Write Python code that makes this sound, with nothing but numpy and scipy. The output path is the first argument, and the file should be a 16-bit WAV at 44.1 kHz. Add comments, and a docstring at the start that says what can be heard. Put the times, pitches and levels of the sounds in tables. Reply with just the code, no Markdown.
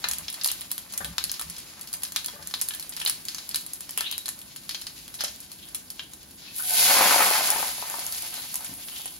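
"""A small hard kitchen with a low room and burner rumble, heard through two microphone ports close together.
Seeds fry in hot oil over a gas ring: clumped grains in noise make fizz, spray and boiling.
Seeds burst as millisecond noise bursts in resonances, trailing vapour puffs; the pan knocks and drags on the stove.
Then the oil is poured over wet food in a bowl: a loud sizzle with hollow gurgles (short rising tones in froth)
swells and dies away."""
import sys
import numpy as np
from scipy import signal
from scipy.fft import rfft, irfft, next_fast_len
from scipy.io import wavfile

SR = 44100
rng = np.random.default_rng(int(sys.argv[2]) if len(sys.argv) > 2 else 0)


def dump(signal):
    """Clip the signal to [-1, 1] and save it as 16-bit WAV at the path in sys.argv[1]."""
    limited = np.clip(np.atleast_2d(signal).T, -1, 1)
    pcm = np.round(limited * 32767).astype(np.int16)
    wavfile.write(sys.argv[1], SR, pcm)


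def linear_from_db(decibels):
    """Turn decibels (scalar or array-like) into linear amplitude factors; 0 gives 1."""
    return 10 ** (np.asarray(decibels, float) / 20)


N = 405279
POUR_S = 6.55  # the oil reaches the food


def rms_one(x):
    """Scale to unit rms."""
    return x / np.sqrt(np.mean(x ** 2) + 1e-20)


def peak_one(x):
    """Scale each row to unit peak."""
    return x / (np.abs(x).max(axis=-1, keepdims=True) + 1e-12)


def power_sum(*levels_db):
    """Level of unrelated sounds heard together."""
    return 20 * np.log10(np.sqrt(sum(linear_from_db(level_db) ** 2 for level_db in levels_db)))


def at_hz(points, size):
    """Spectral table read on the grid of a real transform, linear in log frequency."""
    hz = np.maximum(np.fft.rfftfreq(size, 1 / SR), 1)
    table_hz, value = np.transpose(points)
    return np.interp(np.log(hz), np.log(table_hz), value)


def coloured(x, points):
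    """Shape by a (Hz, dB) table; rms 1."""
    size = next_fast_len(N)
    return rms_one(irfft(rfft(x, size) * linear_from_db(at_hz(points, size)), size)[..., :N])


def drift(rate_hz):
    """Slow chance, spread about 1: random knots joined by straight lines."""
    knots = rng.standard_normal(int(N / SR * 400) + 2)
    return np.interp(np.arange(N) / SR * min(rate_hz, 390), np.arange(len(knots)), knots) * 1.2


def resonate(x, hz, width_hz):
    """Two-pole resonance, gain about 1 on top."""
    r = np.exp(-np.pi * width_hz / SR)
    b = [(1 - r * r) / 2, 0, (r * r - 1) / 2]
    return signal.lfilter(b, [1, -2 * r * np.cos(2 * np.pi * hz / SR), r * r], x)


def grains(per_s, spread_db):
    """Random clicks, many small and a few large; three rows click at the same times, each with sizes of its
    own."""
    size_db = spread_db * np.minimum(rng.exponential(1, (3, N)), 4.0)
    sizes = linear_from_db(size_db) * rng.choice([-1, 1], N)
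    return sizes * (rng.random(N) < per_s / SR)


# room and burner spectrum [hz, relative_db_per_hz]
RUMBLE_SPECTRUM = [(15, -35), (25, -8.5), (59, 1.5), (109, -3.5), (167, 0.5), (332, -3), (415, -11.5),
                   (928, -13), (1350, -20), (1500, -11), (1950, -23), (3300, -120)]


def rumble():
    """Low noise, nearly the same on both sides; less so around 390 Hz."""
    mid, side = [coloured(rng.standard_normal(N), RUMBLE_SPECTRUM) for k in range(2)]
    difference = 0.19 * side + 0.5 * resonate(side, 390, 340)
    return linear_from_db(-55) * (mid + difference * np.array([[1], [-1]]))


# pan dragged on the grate [start_s, length_s, level_db]
DRAGS = [(0, 0.35, -53.5), (1.016, 0.14, -43.5), (1.17, 0.16, -52), (1.415, 0.13, -48), (2.41, 0.11, -56.5)]
# stove frame resonances, each applied twice [hz, width_hz per pass, level_db]
FRAME_MODES = [(60.6, 27, 1.5), (163, 47, -2)]


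def shudders():
    """Low noise in the resonances of the frame, swelling and dying with each drag."""
    t, noise = np.arange(N) / SR, rng.standard_normal(N)
    frame = 0
    for hz, width_hz, level_db in FRAME_MODES:
        frame = frame + linear_from_db(level_db) * resonate(resonate(noise, hz, width_hz), hz, width_hz)
    swell = 0
    for start_s, length_s, level_db in DRAGS:
        swell = swell + linear_from_db(level_db) * np.sin(np.pi * np.clip((t - start_s) / length_s, 0, 1)) ** .5
    return rms_one(frame) * swell


# pan or knob against the stove [start_s, level_db, hardness_hz]
BLOWS = [(1.005, -26.5, 2980), (1.05, -35, 910), (2.335, -41, 700), (2.36, -41, 1300), (2.391, -38.5, 880),
         (2.42, -46, 1200), (8.691, -39.5, 280), (8.712, -39, 280)]
# stove modes [hz, level_db, t60_s]
STOVE_MODES = [(159, 3, 0.042), (277, 5, 0.03), (584, -6.5, 0.17), (865, -3, 0.049), (1206, -6, 0.14),
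               (1520, -3, 0.055), (1720, 13.5, 0.006)]


def knocks():
    """Dull scraping blows: a clump of contacts sounds the modes near its hardness, with grit on top."""
    out, t = np.zeros(N), np.arange(1800) / SR
    tail_s = np.arange(SR // 3) / SR
    for start_s, level_db, hard_hz in BLOWS:
        scrape = rng.standard_normal(len(t)) * np.exp(-t / 0.013)
        body = 0
        for hz, mode_db, t60_s in STOVE_MODES:
            away_db = 12 * abs(np.log2(hz / hard_hz)) * (1 if hz > hard_hz else .9)
            chance_db = 2.5 * rng.standard_normal()
            decay = linear_from_db(mode_db - away_db + chance_db - 60 * tail_s / t60_s)
            body = body + decay * np.sin(2 * np.pi * hz * tail_s)
        sound = peak_one(signal.fftconvolve(scrape, body))
        sound[:len(t)] += 0.5 * peak_one(resonate(scrape, 0.5 * hard_hz, hard_hz))
        i = round(start_s * SR)
        out[i:i + len(sound)] += linear_from_db(level_db) * sound[:N - i]
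    return out


# steam from a split seed or a crevice [start_s, length_s, crest_db, first_hz, last_hz, width_hz]
STEAM_JETS = [(3.989, .17, -37, 2600, 3066, 890), (4.02, 0.14, -34.5, 3100, 3965, 550),
              (4.18, 0.045, -43, 3900, 3900, 150), (5.186, 0.076, -36, 4000, 4200, 3500),
              (5.585, 0.12, -51.5, 3200, 3290, 1200), (6.401, .14, -45.5, 4310, 4200, 3180),
              (6.46, .07, -54.5, 2600, 2620, 150), (8.321, .11, -43, 3100, 3286, 1990),
              (8.334, 0.082, -43, 4150, 4100, 130), (8.819, 0.048, -45, 3200, 3120, 1200),
              (8.911, 0.19, -43, 3030, 3215, 1200)]


def jets():
    """Sputtering noise in a resonance that glides as the vent opens; it swells, then sags."""
    out, sputter = np.zeros((3, N)), linear_from_db(3.1 * drift(90))
    flutter = 1 + 0.0173 * drift(70)
    for start_s, length_s, crest_db, first_hz, last_hz, width_hz in STEAM_JETS:
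        i = round(start_s * SR)
        t = np.arange(round(length_s * SR)) / SR
        level_db = crest_db - np.interp(t / length_s, [0, 0.37, 1], [4.5, 0, 8])
        hz = np.interp(t / length_s, [0, .45], [first_hz, last_hz]) * flutter[i:][:len(t)]
        gate = np.interp(t, [0, 0.0042, length_s - .012, length_s], [0, 1, 1, 0])
        air = rng.standard_normal((3, len(t))) + 1j * rng.standard_normal((3, len(t)))
        r = np.exp(-np.pi * width_hz / SR)
        # complex lowpass noise, shifted up to the gliding pitch
        narrow = signal.lfilter([1], [1, -2 * r, r * r], air) * np.exp(2j * np.pi * np.cumsum(hz) / SR)
        out[:, i:i + len(t)] += gate * linear_from_db(level_db) * rms_one(narrow.real)
    return out * sputter


def small_gurgles(count):
    """Bubbles at random while the bowl boils, as loud as the boiling: rows like those of the large ones."""
    when, pitch, size = rng.random((count, 3)).T
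    start_s = POUR_S + .15 + 2.4 * when
    boil_db = oil_levels()[2][(start_s * SR).astype(int)]
    level_db = boil_db - 4.5 - 4 * np.log(size + 0.02)
    return np.transpose([start_s, level_db, 620 * 2 ** (.7 * pitch)])


# large vapour bubbles in pan and bowl [start_s, relative_level_db, pitch_hz]
LARGE_BUBBLES = [(0.042, -11.5, 1700), (1.181, -33.5, 1080), (1.395, -32, 1290), (2.283, -29.5, 970),
                 (2.612, -33, 1040), (2.707, -28.5, 1700), (3.014, -25, 1690), (3.074, -25, 1650),
                 (3.975, -24, 990), (4.007, -22, 1540), (5.207, -29, 1690), (5.238, -23, 620),
                 (6.595, -30, 1410), (6.603, -31, 1410), (6.707, -37, 690), (6.787, -55, 710),
                 (6.851, -25, 730), (6.907, -17, 765), (6.946, -16.5, 930), (6.965, -16, 734),
                 (7.009, -11.5, 720), (7.115, -13, 730), (7.143, -10, 880), (7.161, -13, 690),
                 (7.268, -16.5, 720), (7.31, -13, 790), (7.523, -26, 800), (7.588, -27, 680),
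                 (7.782, -31, 730), (7.905, -32, 780), (7.204, -10, 850), (7.395, -27, 714),
                 (7.493, -22, 735), (7.559, -17, 870), (7.627, -17.5, 860), (7.825, -25, 900),
                 (7.941, -23, 850), (7.985, -27, 690), (8.379, -36, 867), (8.45, -37, 795),
                 (8.607, -37, 840), (8.997, -37, 836), (9.057, -34, 730)]


def gurgles():
    """Each bubble plops broadly and rings a few rising cycles, roughened by froth, broader in the shallow pan."""
    t = np.arange(2048) / SR
    out = np.zeros(N + len(t))
    rows = list(LARGE_BUBBLES) + list(small_gurgles(count=60))
    froth = rng.standard_normal((len(rows), len(t)))
    attack = 1 - np.exp(-t / 0.00016)
    for (start_s, level_db, hz), noise in zip(rows, froth):
        froth_hz, rise_per_s, clear = (900, 1.5, .4) if start_s < POUR_S else (500, 6.0, .8)
        tone = clear * np.sin(2 * np.pi * hz * (t + rise_per_s * t * t))
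        tone = tone + 0.68 * rms_one(resonate(noise, hz, froth_hz))
        plop = 2.0 * np.sin(2 * np.pi * hz * t) * np.exp(-t * hz / 0.27)
        i = round(start_s * SR)
        out[i:i + len(t)] += linear_from_db(level_db - 4.0) * (tone * np.exp(-t / 0.0068) + plop) * attack
    return signal.sosfilt(signal.butter(2, 280, "high", fs=SR, output="sos"), out[:N])


# oil simmering in the pan, calming once it leaves the flame [time_s, fizz_db]
PAN_SIMMER = [(0, -47.5), (0.82, -51), (1.38, -49), (1.8, -50.5), (3.28, -48.5), (3.9, -50), (4.5, -52),
              (4.9, -49), (5.6, -52.5), (6.5, -52.5), (7.5, -60)]
# vigour of the sizzle in the bowl [time_s, fizz_db]
BOWL_SIZZLE = [(6.5, -72), (6.55, -50), (6.65, -37.5), (6.71, -29.5), (6.8, -21.5), (6.99, -23),
               (7.33, -26.5), (7.55, -31.5), (7.76, -38), (8.11, -40), (8.7, -45.5), (9.0, -44.5),
               (9.19, -53)]
PAN_SPRAY_DB, PAN_BOIL_DB, BOIL_COOLS_DB_PER_S = 0.5, -7, 1.64  # re pan fizz
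SPRAY_LEADS_S, BOWL_SPRAY_DB, SPRAY_FOLLOWS = 0.0033, -1.5, 0.87  # surface spits first; share of the swing
BOIL_LAGS_S, BOWL_BOIL_DB, BOIL_FOLLOWS = 0.14, 9, 1.49  # depths boil later and die faster
RING_DB, RING_FOLLOWS = -8.5, 1.269  # hollow of the bowl answers at once


def oil_levels():
    """Fizz, spray, boiling and bowl ring in dB: the simmering pan plus the sizzling bowl."""
    t = np.arange(N) / SR
    pan_db = np.interp(t, *np.transpose(PAN_SIMMER))
    s, vigour_db = np.transpose(BOWL_SIZZLE)
    bowl_db = np.interp(t, s, vigour_db)
    early_db = np.interp(t + SPRAY_LEADS_S, s, vigour_db)
    late_db = np.minimum(bowl_db, np.interp(t - BOIL_LAGS_S, s, vigour_db))
    # the first thin stream only spits
    trickle_db = np.interp(t - POUR_S, [0, .006, .14, .28], [-94, -36, -31, -94])
    spray_db = power_sum(pan_db + PAN_SPRAY_DB, trickle_db, BOWL_SPRAY_DB + SPRAY_FOLLOWS * early_db)
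    pan_boil_db = pan_db + PAN_BOIL_DB - BOIL_COOLS_DB_PER_S * t
    boil_db = power_sum(pan_boil_db, BOWL_BOIL_DB + BOIL_FOLLOWS * late_db)
    return power_sum(pan_db, bowl_db), spray_db, boil_db, RING_DB + RING_FOLLOWS * bowl_db


# spectra of small, smallest and large bursting bubbles [hz, relative_db_per_hz]
FIZZ_SPECTRUM = [(500, -20.5), (1200, -22), (2200, -3.5), (3300, -1.5), (4500, 2), (6000, -1.5),
                 (7500, -0.5), (9000, -16.5)]
SPRAY_SPECTRUM = [(6000, -33), (8000, -3), (10000, 3.5), (11500, -0.5), (13000, -9.5), (15800, -11),
                  (17000, -32)]
BOIL_SPECTRUM = [(60, -30), (130, -22.5), (250, -13), (410, -20), (550, -6), (750, -7), (1080, -4.5),
                 (1500, -7), (2500, -6.5), (4000, -24)]
# bowl resonances [hz, width_hz, relative_level_db]
BOWL_MODES = [(555, 34, -7), (730, 40, 8.5), (867, 30, 4.5), (938, 9.3, 0.5), (1260, 19, -4.5),
              (1510, 130, -1.5), (2100, 36, 2)]


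def frying():
    """Tiny vapour bubbles burst in clumps: fizz and spray share the grains, bigger ones sound the bowl."""
    fizz_db, spray_db, boil_db, ring_db = oil_levels()
    sparse = np.clip((-12.0 - spray_db) / 25, .25, 1)  # the denser the bursts, the more even their sum
    clumps_db = 0.9 * sparse * drift(25)
    shared = rms_one(grains(1500 * linear_from_db(1.9 * drift(40)), spread_db=2.5))
    crackles = rms_one(grains(150, spread_db=7.5))  # stand out as it calms
    shared = np.sqrt(1 - 0.3 * sparse) * shared + np.sqrt(0.36 * sparse) * crackles
    hiss = rng.standard_normal((3, 3, N))
    fizz = coloured(hiss[0] + 0.43 * shared, FIZZ_SPECTRUM)
    fizz = fizz * linear_from_db(fizz_db + clumps_db + 2.64 * sparse * drift(60))
    spray = coloured(hiss[1] + 0.83 * shared, SPRAY_SPECTRUM)
    spray = spray * linear_from_db(spray_db + clumps_db + 0.84 * drift(60))
    bubbles = hiss[2] + 1.1 * rms_one(grains(600, spread_db=3.5))
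    hollow = sum(linear_from_db(level_db) * resonate(bubbles[0], hz, width_hz) for hz, width_hz, level_db in BOWL_MODES)
    boil = coloured(bubbles, BOIL_SPECTRUM) * linear_from_db(boil_db) + rms_one(hollow) * linear_from_db(ring_db)
    return fizz + spray + boil * linear_from_db(3.0 * drift(45))


def small_pops(count):
    """Faint bursts at random, livelier with the pan's simmer: rows like those of the loud pops."""
    low, high = np.array([0.5, -41.0, 2500, -29.0]), np.array([N / SR, -30, 6500, -24])
    rows = low + (high - low) * rng.random((count, 4))
    s, fizz_db = np.transpose(PAN_SIMMER)
    lively_db = 0.8 * (np.interp(rows[:, 0], s, fizz_db) - fizz_db.mean())
    return rows + np.outer(lively_db, [0, 1, 0, 1])


# pan modes before damping and detuning [hz, relative_level_db, undamped_t60_s]
PAN_MODES = [(1470, -20, 0.11), (1760, 3, 0.078), (2070, -13, 0.044), (2410, -6, 0.12), (2950, -9, .06),
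             (3200, 2, 0.11), (3360, -5, 0.077), (3900, -7, 0.037), (4200, 8, 0.092), (4480, -11, 0.081),
             (4800, -3, 0.059), (5100, 10, .05)]
PAN_RING_DB, PAN_RING_PER_SNAP_DB, PAN_RING_MOST_DB = -18.5, -0.6, -4  # re cavity: dull bursts strike the metal
PAN_AWAY_DB_PER_OCTAVE = 5  # most near the burst's own pitch
OIL_DAMPING, PAN_DETUNE = 0.4, .04  # share of t60 left by the oil; each strike is detuned a little at random


def pan_ring(t, hz, snap_db, chance):
    """The modes of the pan, damped by the oil, each struck with a strength and tuning of its own."""
    mode_hz, mode_db, t60_s = np.transpose(PAN_MODES)
    struck_db = mode_db - PAN_AWAY_DB_PER_OCTAVE * np.abs(np.log2(mode_hz / hz)) + 5.0 * chance[0]
    tuned_hz = mode_hz * (1 + PAN_DETUNE * chance[1])
    modes = linear_from_db(-60 * t / (OIL_DAMPING * t60_s[:, None])) * np.sin(2 * np.pi * tuned_hz[:, None] * t)
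    level_db = min(PAN_RING_DB + PAN_RING_PER_SNAP_DB * snap_db, PAN_RING_MOST_DB)
    return linear_from_db(level_db) * peak_one(linear_from_db(struck_db) @ modes)


# bursting seeds and drops, levels of the parts before mixing [start_s, cavity_db, cavity_hz, snap_db]
BURSTS = [(0.0414, -13.5, 3900, -26), (0.0868, -14, 7050, -9.5), (0.113, -12, 6350, -9),
          (0.1347, -21, 3350, -15), (0.1842, -24, 6650, -14.5), (0.2824, -17, 3460, -37),
          (0.3013, -41, 3750, -15), (0.327, -40, 4500, -20), (0.342, -25.5, 4530, -21),
          (0.4129, -20.5, 4200, -35), (0.4357, -28, 5040, -13), (0.4452, -8.5, 4420, -4),
          (0.4596, -17, 5200, -7), (0.4751, -30, 6760, -8), (0.4865, -16.5, 4020, -29),
          (0.502, -22.5, 3100, -40), (0.5157, -21.5, 4100, -8.5), (0.6096, -34, 3270, -16),
          (0.6157, -24.5, 3360, -24), (0.7065, -31, 3230, -31), (0.7152, -20, 4250, -8.5),
          (0.7799, -23, 4150, -13), (0.937, -23.5, 4970, -20), (0.9767, -17, 6550, -8.5),
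          (1.046, -20, 3600, -14.5), (1.182, -6, 3800, -16), (1.2399, -14.5, 4300, -10),
          (1.2956, -18, 4370, -31), (1.316, -17, 4570, -10), (1.34, -24.5, 4200, -33),
          (1.3952, -23.5, 3280, -13.5), (1.413, -28.5, 1250, -15), (1.4207, -26, 4820, -22),
          (1.4989, -28, 5370, -20), (1.565, -28.5, 4970, -31), (1.8115, -29, 7400, -21),
          (1.8737, -28.5, 4670, -25), (1.9297, -24, 4560, -16), (1.9384, -19.5, 7100, -16),
          (2.034, -19, 4800, -10.5), (2.0516, -23.5, 4900, -34), (2.1213, -25, 6440, -21),
          (2.1615, -8, 3700, -11.5), (2.2451, -22.5, 4100, -18), (2.2607, -28, 4440, -11.5),
          (2.2835, -22, 3950, -32), (2.4728, -24, 6600, -13.5), (2.5397, -12, 3720, -35),
          (2.6032, -29, 4180, -34), (2.6137, -16, 6400, -6.5), (2.6198, -20, 5000, -13),
          (2.679, -34, 5000, -32), (2.6867, -24, 4600, -9), (2.708, -24, 3300, -44),
          (2.738, -25, 3340, -23), (2.7486, -28, 1760, -20), (2.797, -25, 5040, -19.5),
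          (2.826, -27.5, 4100, -21), (2.8935, -39, 4870, -19), (2.923, -27.5, 3980, -37),
          (2.9655, -21, 4180, -18), (2.975, -28, 3280, -33), (3.0008, -22, 4270, -21),
          (3.0151, -20, 3030, -21), (3.0502, -22, 6980, -10), (3.0618, -10, 3900, -24),
          (3.0742, -14, 4200, -12), (3.097, -13.5, 4650, -5.5), (3.2526, -27, 6500, -20),
          (3.2844, -14, 4580, -17), (3.3466, -19, 5800, -22), (3.3838, -22, 4180, -29),
          (3.4912, -26, 4440, -13.5), (3.512, -25, 4480, -30), (3.5453, -12.5, 3900, -11),
          (3.5586, -13.5, 4200, -8), (3.6638, -34, 4100, -19.5), (3.7341, -47, 6980, -14.5),
          (3.8073, -27, 7040, -18), (3.8927, -27, 5100, -23), (3.908, -35, 5300, -17),
          (3.9756, -16.5, 2840, -5.5), (3.985, -22, 3000, -30), (4.008, -14.5, 4350, -10),
          (4.1134, -26, 3400, -12.5), (4.1253, -20, 3200, -24), (4.18, -24, 3680, -11.5),
          (4.2578, -22.5, 4000, -19), (4.2815, -17, 6850, -21), (4.2895, -20.5, 4200, -11.5),
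          (4.5615, -29.5, 4300, -21), (4.6928, -16, 4140, -18.5), (4.71, -22, 4340, -30),
          (4.7465, -16.5, 4200, -38), (4.8193, -28, 4730, -42), (4.8685, -20.5, 4460, -25),
          (5.148, -33, 5100, -33), (5.2078, -14, 5200, -16), (5.2382, -30, 4530, -11),
          (5.245, -17, 5200, -24), (5.2816, -21.5, 5170, -31), (5.7472, -15.5, 7600, -12),
          (5.7553, -32, 4940, -20), (5.903, -26, 5150, -20), (5.9944, -21, 3060, -52),
          (6.1349, -31.5, 6850, -26), (7.5031, -14, 5350, 0), (7.8995, -17, 7000, -18),
          (7.9928, -21, 4690, -15), (8.0654, -22, 6400, -12.5), (8.1245, -19, 4600, -14),
          (8.148, -22, 4500, -25), (8.222, -29, 5000, -17), (8.5425, -18, 6500, -11.5),
          (8.556, -21, 6630, -11), (8.6461, -26, 6980, -20), (8.8857, -27.5, 3130, -45),
          (9.057, -26, 2790, -15.5), (9.0781, -29, 4910, -29)]
PUFF_DB, PUFF_PER_SNAP_DB, PUFF_MOST_DB = -16.5, -0.16, -10.5  # a dry, snappy burst leaves little vapour
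PUFF_SCATTER_DB = 3


def pops():
    """A millisecond burst rings the vapour cavity and snaps in the treble; a puff of vapour trails behind."""
    t = np.arange(1900) / SR
    out = np.zeros((3, N + len(t)))
    rows = list(BURSTS) + list(small_pops(count=30))
    noise = rng.standard_normal((len(rows), 3, 3, len(t)))
    burst = (1 - np.exp(-t / 0.000087)) * np.exp(-t / 0.00027)
    crack = (1 - np.exp(-t / .00008)) * np.exp(-t / 0.00098)
    trail = (1 - np.exp(-t / 0.0014)) * np.exp(-t / 0.0091)
    for (start_s, cavity_db, hz, snap_db), (thump, treble, vapour) in zip(rows, noise):
        struck = rng.standard_normal((2, len(PAN_MODES)))
        puff_db = min(PUFF_DB + PUFF_PER_SNAP_DB * snap_db, PUFF_MOST_DB)
        puff = linear_from_db(puff_db + PUFF_SCATTER_DB * rng.standard_normal()) * trail
        # part of each burst is common to all paths; the larger part is each path's own
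        blow = (thump[0] + 1.76 * thump) * burst
        cavity = peak_one(resonate(blow, hz, 0.32 * hz) + 0.26 * resonate(blow, 1020, 1100))
        cavity += 0.065 * peak_one(resonate(blow, hz, 120))  # rings on for a few milliseconds
        cavity += (start_s < POUR_S) * pan_ring(t, hz, snap_db, struck)
        breathy = resonate(resonate(vapour, hz, 0.5 * hz), hz, 0.5 * hz)
        breathy = breathy + 0.57 * resonate(resonate(vapour, 2300, 4200), 2140, 4200)
        cavity += puff * rms_one(breathy)
        snap = peak_one(resonate(treble * crack, 10900, 2200) + 0.32 * resonate(treble * crack, 22000, 7100))
        snap += linear_from_db(1.5) * puff * rms_one(resonate(resonate(treble, 9280, 3000), 9070, 2350))
        i = round(start_s * SR)
        out[:, i:i + len(t)] += linear_from_db(cavity_db) * cavity + linear_from_db(snap_db) * snap
    return signal.sosfilt(signal.butter(2, 600, "high", fs=SR, output="sos"), out[:, :N])


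# hard walls return the treble best up to a few kHz [hz, echo_db]
WALL_ECHO = [(400, -7), (1900, -3.5), (3500, -4), (10000, -7.5)]
# share of power that both ports hear alike [hz, share_0_to_1]
PORT_LIKENESS = [(100, 1), (300, 0.94), (600, 0.92), (1200, 0.61), (2200, 0.06), (4200, 0.37), (6000, 0),
                 (7700, 0.85), (8500, 0.97), (9400, 0.91), (10500, 0.2), (13000, 1)]
KITCHEN_T60_S = 0.29


def kitchen(paths):
    """Rows are the path that both ports share and a path of each port's own; a short echo follows."""
    size = next_fast_len(N + SR // 2)
    t = np.arange(SR // 2) / SR
    echo = rng.standard_normal((3, len(t))) * linear_from_db(-60 * t / KITCHEN_T60_S) * (t > .004)
    echo = rms_one(echo) / np.sqrt(len(t))
    shared, *own = rfft(paths, size) * (1 + linear_from_db(at_hz(WALL_ECHO, size)) * rfft(echo, size))
    alike = np.clip(at_hz(PORT_LIKENESS, size), 0, 1)
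    return irfft(np.sqrt(alike) * shared + np.sqrt(1 - alike) * np.array(own), size)[:, :N]


def scene():
    """Pan, bowl and knocks sound through the kitchen; rumble and shudders are added directly."""
    solid = (gurgles() + knocks()) * np.array([[1], [1], [-1]])
    return kitchen(pops() + frying() + jets() + solid) + rumble() + shudders()


def band_limit(x):
    """A steep low-pass at the top of the band."""
    return signal.sosfilt(signal.butter(12, 16970, fs=SR, output="sos"), x)


# phase between the ports [hz, left_lead_rad]
LEFT_LEAD = [(150, 0.), (500, .5), (1500, .7), (4500, .7), (5600, -.3), (6800, -1.1), (7900, -3.05),
             (9300, -3.2), (12400, -6.0), (16500, -6.3)]
# level between the ports [hz, left_over_right_db]
LEFT_OVER_RIGHT = [(60, 2), (150, 0), (380, 1), (950, 3.5), (2380, 0.5), (5980, 2), (7800, -0.5), (9400, 0),
                   (15000, 0)]
CUTOFF_HZ = 15800


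def record(dry):
    """Peaks are rounded; ports hear treble out of step, cancelling near 8.5 kHz in their sum; the top is cut."""
    size = next_fast_len(N + 512)
    half = linear_from_db(at_hz(LEFT_OVER_RIGHT, size) / 2) * np.exp(.5j * at_hz(LEFT_LEAD, size))
    band = [(15, -30), (45, 0), (CUTOFF_HZ, 0), (CUTOFF_HZ + 150, -26), (16900, -30), (17100, -80)]  # (hz, dB)
    rounded = 0.9 * np.tanh(dry / 1.014)
    spectrum = rfft(rounded, size) * linear_from_db(at_hz(band, size))
    ports = irfft(spectrum * np.array([half, 1 / half]), size)[:, :N]
    return band_limit(ports)


dry = scene()
out = record(dry)
dump(out)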